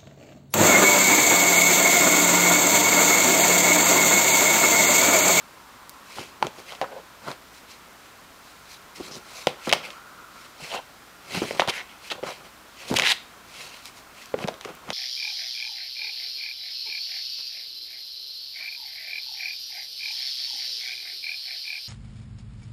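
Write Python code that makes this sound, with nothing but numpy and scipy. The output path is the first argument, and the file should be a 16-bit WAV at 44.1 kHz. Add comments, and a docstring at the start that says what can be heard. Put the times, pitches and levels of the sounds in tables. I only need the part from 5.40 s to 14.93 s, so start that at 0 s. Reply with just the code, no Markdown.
"""In a quiet room, a kitten moves inside a thin cardboard box on a thick rug, close to a camera microphone.
Paws knock the walls: each blow is a decaying swing of the wall plus its other modes. Claws tick, drag and
scrape: random impulses and fibre catches excite the board's resonances. Fur brushes the edge of a torn hole
as rough noise under swelling pressure. The room adds shaped hiss, a wavering vent, hum and whine as sines,
and a short answer of decaying noise."""
import sys
import numpy as np
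from scipy import signal
from scipy.fft import rfft, irfft, next_fast_len
from scipy.io import wavfile
from scipy.ndimage import uniform_filter1d, map_coordinates

SR = 44100
rng = np.random.default_rng(int(sys.argv[2]) if len(sys.argv) > 2 else 0)


def boost_factor(decibels):
    """Convert a level in decibels to a linear amplitude factor."""
    exponent = np.asarray(decibels, float) / 20
    return 10 ** exponent


def persist_wave(psi):
    """Save psi, clipped to +-1, as 16-bit WAV."""
    counts = np.round(np.clip(psi, -1, 1) * 32767).astype(np.int16)
    wavfile.write(sys.argv[1], SR, np.atleast_2d(counts).T)


N = 420273


def unit(x):
    """Normalisation: scale to rms 1."""
    return x / np.sqrt(np.mean(x ** 2) + 1e-20)


def along(points, hz):
    """Logarithmic interpolation: (Hz, value) points read on a log frequency axis."""
    f, v = np.transpose(points)
    return np.interp(np.log(hz + 1), np.log(f + 1), v)


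def wobble(rate):
    """Band-limited random modulation: a smooth curve with rate knots a second."""
    knots = rng.standard_normal(int(N * rate / SR) + 4)
    return map_coordinates(knots, [np.arange(N) * rate / SR])


def filtered(x, response):
    """Linear filtering: the spectrum of x times a complex response of frequency."""
    m = next_fast_len(len(x) + 8192)
    return irfft(rfft(x, m) * response(np.fft.rfftfreq(m, 1 / SR)), m)[:len(x)]


def modes(table):
    """Modal superposition: a causal sum of resonances of alternating sign."""
    def response(f):
        total = 0
        for k, (centre, width, db) in enumerate(table):
            total = total + (-1) ** k * boost_factor(db) * 1j * f * width / (centre * centre - f * f + 1j * f * width)
        return total
    return response


def catches(n, per_s, spread_db, smooth):
    """Friction force: random fibre catches of uneven size over a smooth rub, rms 1."""
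    size = boost_factor(spread_db * np.clip(rng.standard_normal(n), -2, 2))
    grains = (rng.random(n) < per_s / SR) * size * rng.choice([-1, 1], n)
    return unit(unit(grains) + smooth * rng.standard_normal(n))


def patchy(x, depth_db):
    """Spectral modulation: neighbouring bands trade strength, as when a contact point wanders; rms 1."""
    z = signal.stft(x, nperseg=256)[2]
    over_hz = uniform_filter1d(rng.standard_normal(z.shape), size=3, axis=0)
    field = uniform_filter1d(over_hz, size=8, axis=1)
    return unit(signal.istft(z * boost_factor(depth_db * unit(field)), nperseg=256)[1][:len(x)])


# spectrum shape of the room and microphone hiss: pitch_hz [Hz], density_db [dB per Hz, relative]
HISS = [(15, -33), (25, 4), (59, -2.5), (130, -5), (242, -2.5), (293, -3.5), (516, -8.5), (714, -5),
        (863, -6), (1370, -3.5), (2910, -11), (3720, -11), (12200, -19), (14400, -14), (16000, -23.5)]
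# mains hum and electrical whine: pitch_hz [Hz], level_db [dB rms, about which it wavers]
TONES = [(59.2, -64), (7558, -75.5)]
# whistles of a distant vent: pitch_hz [Hz], width_hz [Hz, of one pass], level_db [dB, levelled out later]
VENT = [(1040, 350, 0), (1356, 260, -2)]
# the vent's draught: start_s [s], level_db [dB, midway between whistles], upper_over_lower_db [dB]
DRAUGHT = [(0, -59, -10), (.9, -58, -9), (2.5, -62.5, -2.5), (4.2, -55.5, -3), (4.6, -51.5, 3),
           (5.0, -53.5, 5), (5.3, -69, -8), (5.72, -63, 9), (6.0, -55.5, -8), (7.2, -62.5, 2),
           (9.53, -58, -6)]


def air():
    """Stationary noise and tones: room hiss, resonant noise from a wavering vent and faint sines."""
    hiss = unit(filtered(rng.standard_normal(N), lambda f: boost_factor(along(HISS, f))))
    # each whistle passes its resonance twice
    lower, upper = [patchy(filtered(rng.standard_normal(N), lambda f: modes([row])(f) ** 2), depth_db=2.5)
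                    for row in VENT]
    t = np.arange(N) / SR
    start_s, *columns = np.transpose(DRAUGHT)
    draught_db, upper_db = [np.interp(t, start_s, column) for column in columns]
    vent = boost_factor(draught_db - upper_db / 2) * lower + boost_factor(draught_db + upper_db / 2) * upper
    tones = 0
    for hz, db in TONES:
        tones = tones + np.sqrt(2) * boost_factor(db + .8 * wobble(5.3)) * np.sin(2 * np.pi * hz * t)
    return boost_factor(-49.5 + 0.058 * wobble(0.86)) * hiss + boost_factor(0.45 * wobble(2.3)) * vent + tones


# resonances of the box walls: pitch_hz [Hz], width_hz [Hz], level_db [dB]
WALLS = [(150, 72, -2), (246, 53, -2), (384, 89, -1), (520, 118, 1.5), (776, 170, 1), (1017, 152, 0),
         (1410, 330, -3.5)]
# resonances of the board itself: pitch_hz [Hz], width_hz [Hz], level_db [dB]
BOARD = [(2103, 525, -4), (2640, 284, -1), (3100, 540, -5), (3900, 450, 1), (4500, 3070, -6),
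         (6790, 2260, -6.5), (9430, 5300, -17.5)]
# least gain of each layer, as the kitten is never still: flex, drumming, scratch, rasp [dB]
FIDGET_DB = [-66.5, -60, -65.5, -70]


def rubbing():
    """Friction-driven resonance: body, fur and claws flex and drum the walls, scratch and rasp the board."""
    (drum, flex), (scratch, rasp), skid = shoves(), brushes(), skids()
    moves = flex, drum, np.hypot(scratch, skid), np.hypot(rasp, boost_factor(-2.5) * skid)
    flex, drum, scratch, rasp = [np.hypot(gain, boost_factor(db)) for gain, db in zip(moves, FIDGET_DB)]
    stick = wobble(35) + 1.53 * wobble(120)  # the grip comes and goes, felt in every band

    low = unit(filtered(catches(N, 200, spread_db=3.0, smooth=0.67), modes(WALLS[:3])))
    mid = filtered(catches(N, 600, spread_db=5.0, smooth=0.89), modes(WALLS[3:]))
    mid = patchy(mid, depth_db=1.5)

    claws = catches(N, 1500, spread_db=3.0, smooth=0.99)
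    dull = filtered(filtered(claws, modes(BOARD[:3])), modes([(2600, 1860, 0)]))
    dull = patchy(dull, depth_db=2.2)
    # high-pass at 3 kHz, gentle roll-off from 12 kHz
    edge = lambda f: (1j * f / (1j * f + 3000)) ** 2 / (1 + 1j * f / 12000)
    bright = patchy(filtered(filtered(claws, modes(BOARD[3:])), edge), depth_db=1.8)

    on_walls = boost_factor(1.29 * stick) * (flex * low + drum * mid)
    on_board = boost_factor(0.75 * stick) * (scratch * dull + rasp * bright)
    return on_walls + on_board


# decay of the room's answer: pitch_hz [Hz], t60_s [s]
ROOM = [(150, 0.28), (1000, 0.26), (4000, 0.38), (12000, 0.18)]


def room(x):
    """Reverberation: a short decaying noise tail, drawn anew each quarter second as the box shifts."""
    out, step = np.zeros(N + SR), SR // 4
    for a in range(0, N, step):
        hz, t, z = signal.stft(rng.standard_normal(SR // 4), SR, nperseg=256)
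        decay = boost_factor(-60 * t / along(ROOM, hz)[:, None])
        tail = signal.istft(z * decay, SR, nperseg=256)[1]
        wet = signal.fftconvolve(x[a:a + step], tail / np.linalg.norm(tail))
        out[a + 300:][:len(wet)] += wet  # 300 samples of delay
    return out[:N]


# bare claw tips snapping free of a fibre: start_s [s], level_db [dB energy before the high-pass]
SNAPS = [(0.4949, -11), (0.4998, -19), (9.352, -21)]


def snaps():
    """Impulsive release: a click and a noise burst gone within milliseconds, high-passed, with no ring."""
    out, t = np.zeros(N + SR), np.arange(SR // 100) / SR
    for s, db in SNAPS:
        burst = (t == 0) + 0.25 * rng.standard_normal(len(t)) * boost_factor(-60 * t / 0.003)
        out[round(s * SR):][:len(t)] += boost_factor(db) * burst / np.linalg.norm(burst)
    return filtered(out[:N], lambda f: (1j * f / (1j * f + 1800)) ** 4)


def strokes(table):
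    """Pressure envelope: gain swells to a crest and eases off, for the main layer and its companion."""
    edge_db, roundness = 16, 1.49  # drop from the crest to either end; how round the crest is
    start, crest, end, db, over_db = np.transpose(table)[..., None]
    t = np.arange(0, N, 32) / SR
    away = np.maximum((crest - t) / np.abs(crest - start), (t - crest) / np.abs(end - crest))
    power = boost_factor(db - edge_db * away ** roundness) ** 2
    layers = power, power * boost_factor(over_db) ** 2
    return [np.interp(np.arange(N) / SR, t, np.sqrt(p.sum(axis=0))) for p in layers]


# fur and claws brushing the board, gains before the grip's flutter:
# start_s [s], firmest_s [s], end_s [s], scratch_db [dB], rasp_over_scratch_db [dB]
BRUSHES = [(.66, .79, .9, -43, 0.5), (1.13, 1.19, 1.25, -48, -0.5), (1.25, 1.29, 1.4, -45.5, -1),
           (1.82, 1.89, 1.95, -46.5, 1), (2.11, 2.17, 2.21, -53.5, 5), (2.28, 2.315, 2.36, -47.5, 3),
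           (2.6, 2.66, 2.72, -58, -1), (2.98, 3.1, 3.2, -60, 6), (3.24, 3.34, 3.375, -50.5, 5.5),
           (3.545, 3.565, 3.64, -47.5, 4), (3.59, 3.65, 3.75, -46.5, 3), (3.7, 3.76, 3.8, -52.5, 7.5),
           (3.84, 3.99, 4.12, -46.5, 4), (4.19, 4.27, 4.33, -42, -0.5), (4.33, 4.35, 4.43, -39, -11),
           (4.42, 4.45, 4.5, -38.5, -4.5), (4.47, 4.51, 4.6, -49.5, -2), (4.9, 5.02, 5.15, -54, 2),
           (5.17, 5.25, 5.38, -41.5, -0.5), (5.25, 5.35, 5.405, -45, 2.5), (5.87, 5.96, 6.08, -35, -1),
           (6.0, 6.07, 6.2, -38.5, -1.5), (6.1, 6.18, 6.25, -42, -0.5), (6.283, 6.299, 6.308, -23.5, -3.5),
           (6.3, 6.36, 6.43, -41, -1), (6.45, 6.5, 6.6, -52, -8), (6.6, 6.68, 6.72, -44.5, -1.5),
           (6.697, 6.715, 6.75, -37, -3.5), (6.83, 6.88, 6.98, -40, -2.5), (7.02, 7.06, 7.1, -52.5, -3),
           (7.33, 7.43, 7.5, -45, -2.5), (7.45, 7.5, 7.55, -39, 2), (7.555, 7.569, 7.576, -21.5, 0),
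           (7.575, 7.6, 7.62, -28, -12), (7.625, 7.68, 7.74, -30, 1.5), (7.68, 7.718, 7.73, -26, -0.5),
           (7.72, 7.75, 7.93, -54, -5), (8.05, 8.16, 8.25, -48, -0.2), (8.12, 8.23, 8.33, -43.5, 1),
           (8.22, 8.34, 8.48, -48.5, -1), (8.41, 8.48, 8.51, -47.5, 3), (8.53, 8.58, 8.62, -55, 4),
           (8.72, 8.82, 8.93, -48.5, -1.5), (8.97, 9.03, 9.06, -42.5, -4), (9.2, 9.255, 9.4, -49.5, -6),
           (9.43, 9.5, 9.6, -47.5, -9)]


def brushes():
    """Sliding friction: gains of dull scratch and bright rasp follow the pressure of each brush."""
    return strokes(BRUSHES)


# legs and body shoving the walls, gains before the grip's flutter:
# start_s [s], firmest_s [s], end_s [s], drumming_db [dB], flex_over_drumming_db [dB]
SHOVES = [(.74, .795, .87, -44, 3.5), (1.015, 1.038, 1.075, -35.5, 4), (1.065, 1.075, 1.113, -53, 10),
          (1.14, 1.19, 1.24, -49, -1), (1.26, 1.32, 1.39, -46, -12), (1.415, 1.44, 1.492, -33.5, -15),
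          (1.83, 1.89, 1.94, -36.5, -5), (3.57, 3.61, 3.68, -54.5, 14.5), (3.66, 3.705, 3.74, -44.5, 2),
          (3.7, 3.77, 3.8, -53.5, 10), (3.85, 3.99, 4.07, -51.5, -8), (4.07, 4.08, 4.2, -46, -2),
          (4.268, 4.278, 4.31, -31.5, 3), (4.31, 4.335, 4.42, -35, -2.5), (4.4, 4.46, 4.54, -42, -9),
          (5.18, 5.23, 5.3, -44.5, -5), (5.26, 5.35, 5.405, -37, -14), (5.88, 5.96, 6.01, -37, 0),
          (6.015, 6.03, 6.09, -34.5, 1.5), (6.08, 6.16, 6.2, -40.5, -0.5),
          (6.195, 6.205, 6.25, -27.5, -12.5), (6.278, 6.288, 6.308, -24, -6), (6.32, 6.39, 6.43, -45.5, -9),
          (6.7, 6.72, 6.77, -34.5, -7.5), (6.835, 6.87, 6.93, -33.5, -11.5), (6.96, 7.0, 7.1, -50.5, -6),
          (7.38, 7.49, 7.52, -46, -7), (7.5, 7.52, 7.58, -49.5, 23), (7.54, 7.6, 7.72, -34.5, -3),
          (8.1, 8.25, 8.4, -50, -5), (8.94, 8.95, 9.0, -47.5, 9), (8.97, 9.025, 9.06, -38.5, -3),
          (9.07, 9.085, 9.17, -43, -2), (9.245, 9.29, 9.36, -43.5, -0.5), (9.45, 9.5, 9.6, -38.5, -2)]


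def shoves():
    """Forced vibration: gains of wall drumming and slow flexing follow the pressure of each shove."""
    return strokes(SHOVES)


# paw and claw contacts: start_s [s], wall_pitch_hz [Hz], swing_peak_db [dB], tick_peak_db [dB],
# tick_centre_hz [Hz]
TAPS = [(0.7844, 835, -22.5, -32, 2600), (1.026, 880, -6, -14, 2900), (1.03, 1000, -23, -32, 2700),
        (1.0683, 600, -21, -19, 3740), (1.322, 1300.0, -31, -25.5, 3100.0),
        (1.351, 1040.0, -43, -30, 3300.0), (1.4144, 714, -13, -20.5, 3380), (1.915, 920, -30, -23.5, 2740),
        (3.6, 302, -27.5, -50, 3000), (3.6052, 328, -22.5, -47, 4500.0), (4.0706, 545, -5.5, -5, 3100),
        (4.2723, 810, -19.5, -33, 3200.0), (4.2932, 1060.0, -31, -14, 3670),
        (4.3143, 520.0, -25, -17, 2500.0), (4.3266, 613, -8, -0.5, 3100), (4.3342, 865, -10, -9, 4200),
        (4.504, 900.0, -54, -26, 2500.0), (5.221, 150.0, -39, -44, 3900.0), (5.972, 175, -21, -33, 3000.0),
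        (6.0185, 334, -14, -26, 2800.0), (6.1088, 503, -18.5, -22, 2500.0), (6.1942, 600, -22, -30, 4600),
        (6.1963, 770, -5, -5, 2500), (6.2017, 750.0, -23, -17, 2760), (6.2197, 900, -9.5, -16, 2400.0),
        (6.276, 700, -19, -18, 3500), (6.717, 423, -30, -20, 3600.0), (6.829, 440, -23, -37, 2800),
        (6.835, 500, -18.5, -27, 2400), (7.5004, 527, -26, -36, 3800.0), (7.512, 237, -14, -36, 3600.0),
        (7.5405, 724, -15.5, -16.5, 4800), (7.587, 870, -16, -8, 3460), (7.5969, 330.0, -33, -4, 2770),
        (7.621, 320.0, -33, -6.5, 2800.0), (7.633, 900, -25, -20, 3600), (8.456, 1300.0, -37, -24.5, 4500),
        (8.858, 1400, -48, -30, 4800), (8.941, 490, -11.5, -29, 2320), (8.9887, 630.0, -26, -28, 2500.0),
        (9.0406, 503, -23, -23, 2290), (9.0443, 185, -19.5, -40, 2300), (9.0751, 570.0, -25, -24, 3400.0),
        (9.083, 900, -24, -19, 3300), (9.0861, 615, -15, -21.5, 2820), (9.141, 590.0, -47, -31, 3700.0),
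        (9.2108, 1050, -33, -24.5, 3320), (9.2488, 1100, -27, -26.5, 3400), (9.2506, 1200, -30, -28, 3500),
        (9.2557, 390, -26.5, -45, 2500), (9.2891, 660, -32, -39, 3400.0), (9.4903, 196, -31, -32, 2700.0),
        (9.5036, 660, -20.5, -15.5, 2880)]


def taps():
    """Impact excitation: a contact rocks the wall at its pitch, wakes the other modes and ticks the board."""
    out, t = np.zeros(N + SR), np.arange(SR // 8) / SR
    for s, hz, swing_db, tick_db, tick_hz in TAPS:
        t60 = np.clip(0.023 * (500 / hz) ** 1.01, .005, .2)  # s; large slow panels ring longer
        swing = np.cos(2 * np.pi * hz * t) * boost_factor(-60 * t / (0.76 * t60))
        push = -swing * (1 - np.exp(-t * hz * 6))  # a pad sinks in within a fraction of a swing
        near_wall = lambda f: modes(WALLS)(f) * modes([(hz, 1.2 * hz, 0)])(f)
        rattle = filtered(rng.standard_normal(len(t)) * boost_factor(-60 * t / t60), near_wall)
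        thud = push / np.abs(push).max() + 0.43 * rattle / np.abs(rattle).max()

        # a fast burst with a weak slower tail, softened at onset, plus a click
        snap = rng.standard_normal(len(t)) * (boost_factor(-60 * t / 0.0022) + 0.045 * boost_factor(-60 * t / 0.042))
        strike = snap * (1 - np.exp(-t / 0.00023)) + 1.87 * (t == 0)
        # a harder point shifts the weight towards the upper board modes
        tilt = lambda f: (np.minimum(f, 10500) / 3000 + .05) ** (3.5 * np.log(tick_hz / 3100))
        near_claw = lambda f: modes(BOARD)(f) * tilt(f) * modes([(tick_hz, 1.6 * tick_hz, 0)])(f)
        tick = filtered(strike, near_claw)
        out[round(s * SR):][:len(t)] += boost_factor(swing_db) * thud + boost_factor(tick_db) * tick / np.abs(tick).max()
    return out[:N]


def skids():
    """Exponential decay: gain of the scrape as a claw skids on after each tick."""
    skid_db, skid_t60_s = -26.5, 0.13  # start, relative to the tick's peak; decay
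    t = np.arange(N) / SR
    power = 0
    for s, _, _, tick_db, _ in TAPS:
        power = power + (t > s) * boost_factor(tick_db + skid_db - 60 * np.abs(t - s) / skid_t60_s) ** 2
    return np.sqrt(power)


# quick claw drags, each singing on the patch of board under the claw:
# start_s [s], end_s [s], level_db [dB rms], centre_hz [Hz], width_hz [Hz]
DRAGS = [(1.418, 1.443, -29, 685, 300), (1.495, 1.609, -41, 550, 300), (3.71, 3.774, -42.5, 5340, 1100),
         (4.293, 4.311, -28.5, 2470, 1200), (4.327, 4.341, -20, 3050, 700), (5.29, 5.394, -38.5, 2890, 600),
         (5.31, 5.403, -37, 800, 350), (6.2, 6.211, -24, 2700, 1500), (6.284, 6.311, -27.5, 3200, 2500),
         (6.317, 6.421, -36.5, 2030, 500), (6.701, 6.731, -31, 3200, 1900), (6.777, 6.795, -42, 500, 120),
         (7.56, 7.581, -23.5, 3030, 700), (7.628, 7.736, -22.5, 2270, 900), (7.646, 7.73, -24, 3830, 900),
         (7.695, 7.735, -37, 835, 200)]


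def drags():
    """Stick-slip: a claw bites (short drags at once, long ones gradually), stutters on fibres and lets go."""
    out = np.zeros(N + SR)
    box = modes(WALLS + BOARD)
    for start, end, db, hz, width_hz in DRAGS:
        length = end - start
        t = np.arange(round(length * SR)) / SR
        bite = np.clip(np.exp(-length / 0.11) + t / (0.39 * length), 0, 1)
        release = np.clip((length - t) / 0.011, 0, 1)
        slip = boost_factor(2.4 * wobble(318.5)[:len(t)])  # the claw holds, jumps and holds again
        force = bite * release * slip * catches(len(t), 1200, spread_db=3, smooth=0.43)
        force = np.pad(force, (0, SR // 20))  # time to ring out
        sound = filtered(force, lambda f: box(f) * modes([(hz, width_hz, 0)])(f))
        out[round(start * SR):][:len(sound)] += boost_factor(db) * sound / np.std(sound[:len(t)])
    return out[:N]


def scene():
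    """Superposition: the box, its answer from the room and the room's own air."""
    box = rubbing() + taps() + drags() + snaps()
    return (box + boost_factor(-16.5) * room(box) + air())[None]


def low_pass(x):
    """Removes everything above the highest recorded frequency."""
    return signal.sosfilt(signal.butter(12, 16860, fs=SR, output="sos"), x)


def record(dry):
    """Transduction: the microphone drops deep bass, the input clips hard blows softly, the band ends steeply."""
    heard = filtered(dry[0], lambda f: (1j * f / (1j * f + 55)) ** 2 / (1 + 1j * f / 14000))
    clipped = heard / (1 + np.abs(heard / .74) ** 6) ** (1 / 6)  # ceiling of 0.74
    mix = filtered(clipped, lambda f: 1 / (1 + (f / 15750) ** 150))[None]
    return low_pass(mix)


dry = scene()
out = record(dry)
persist_wave(out)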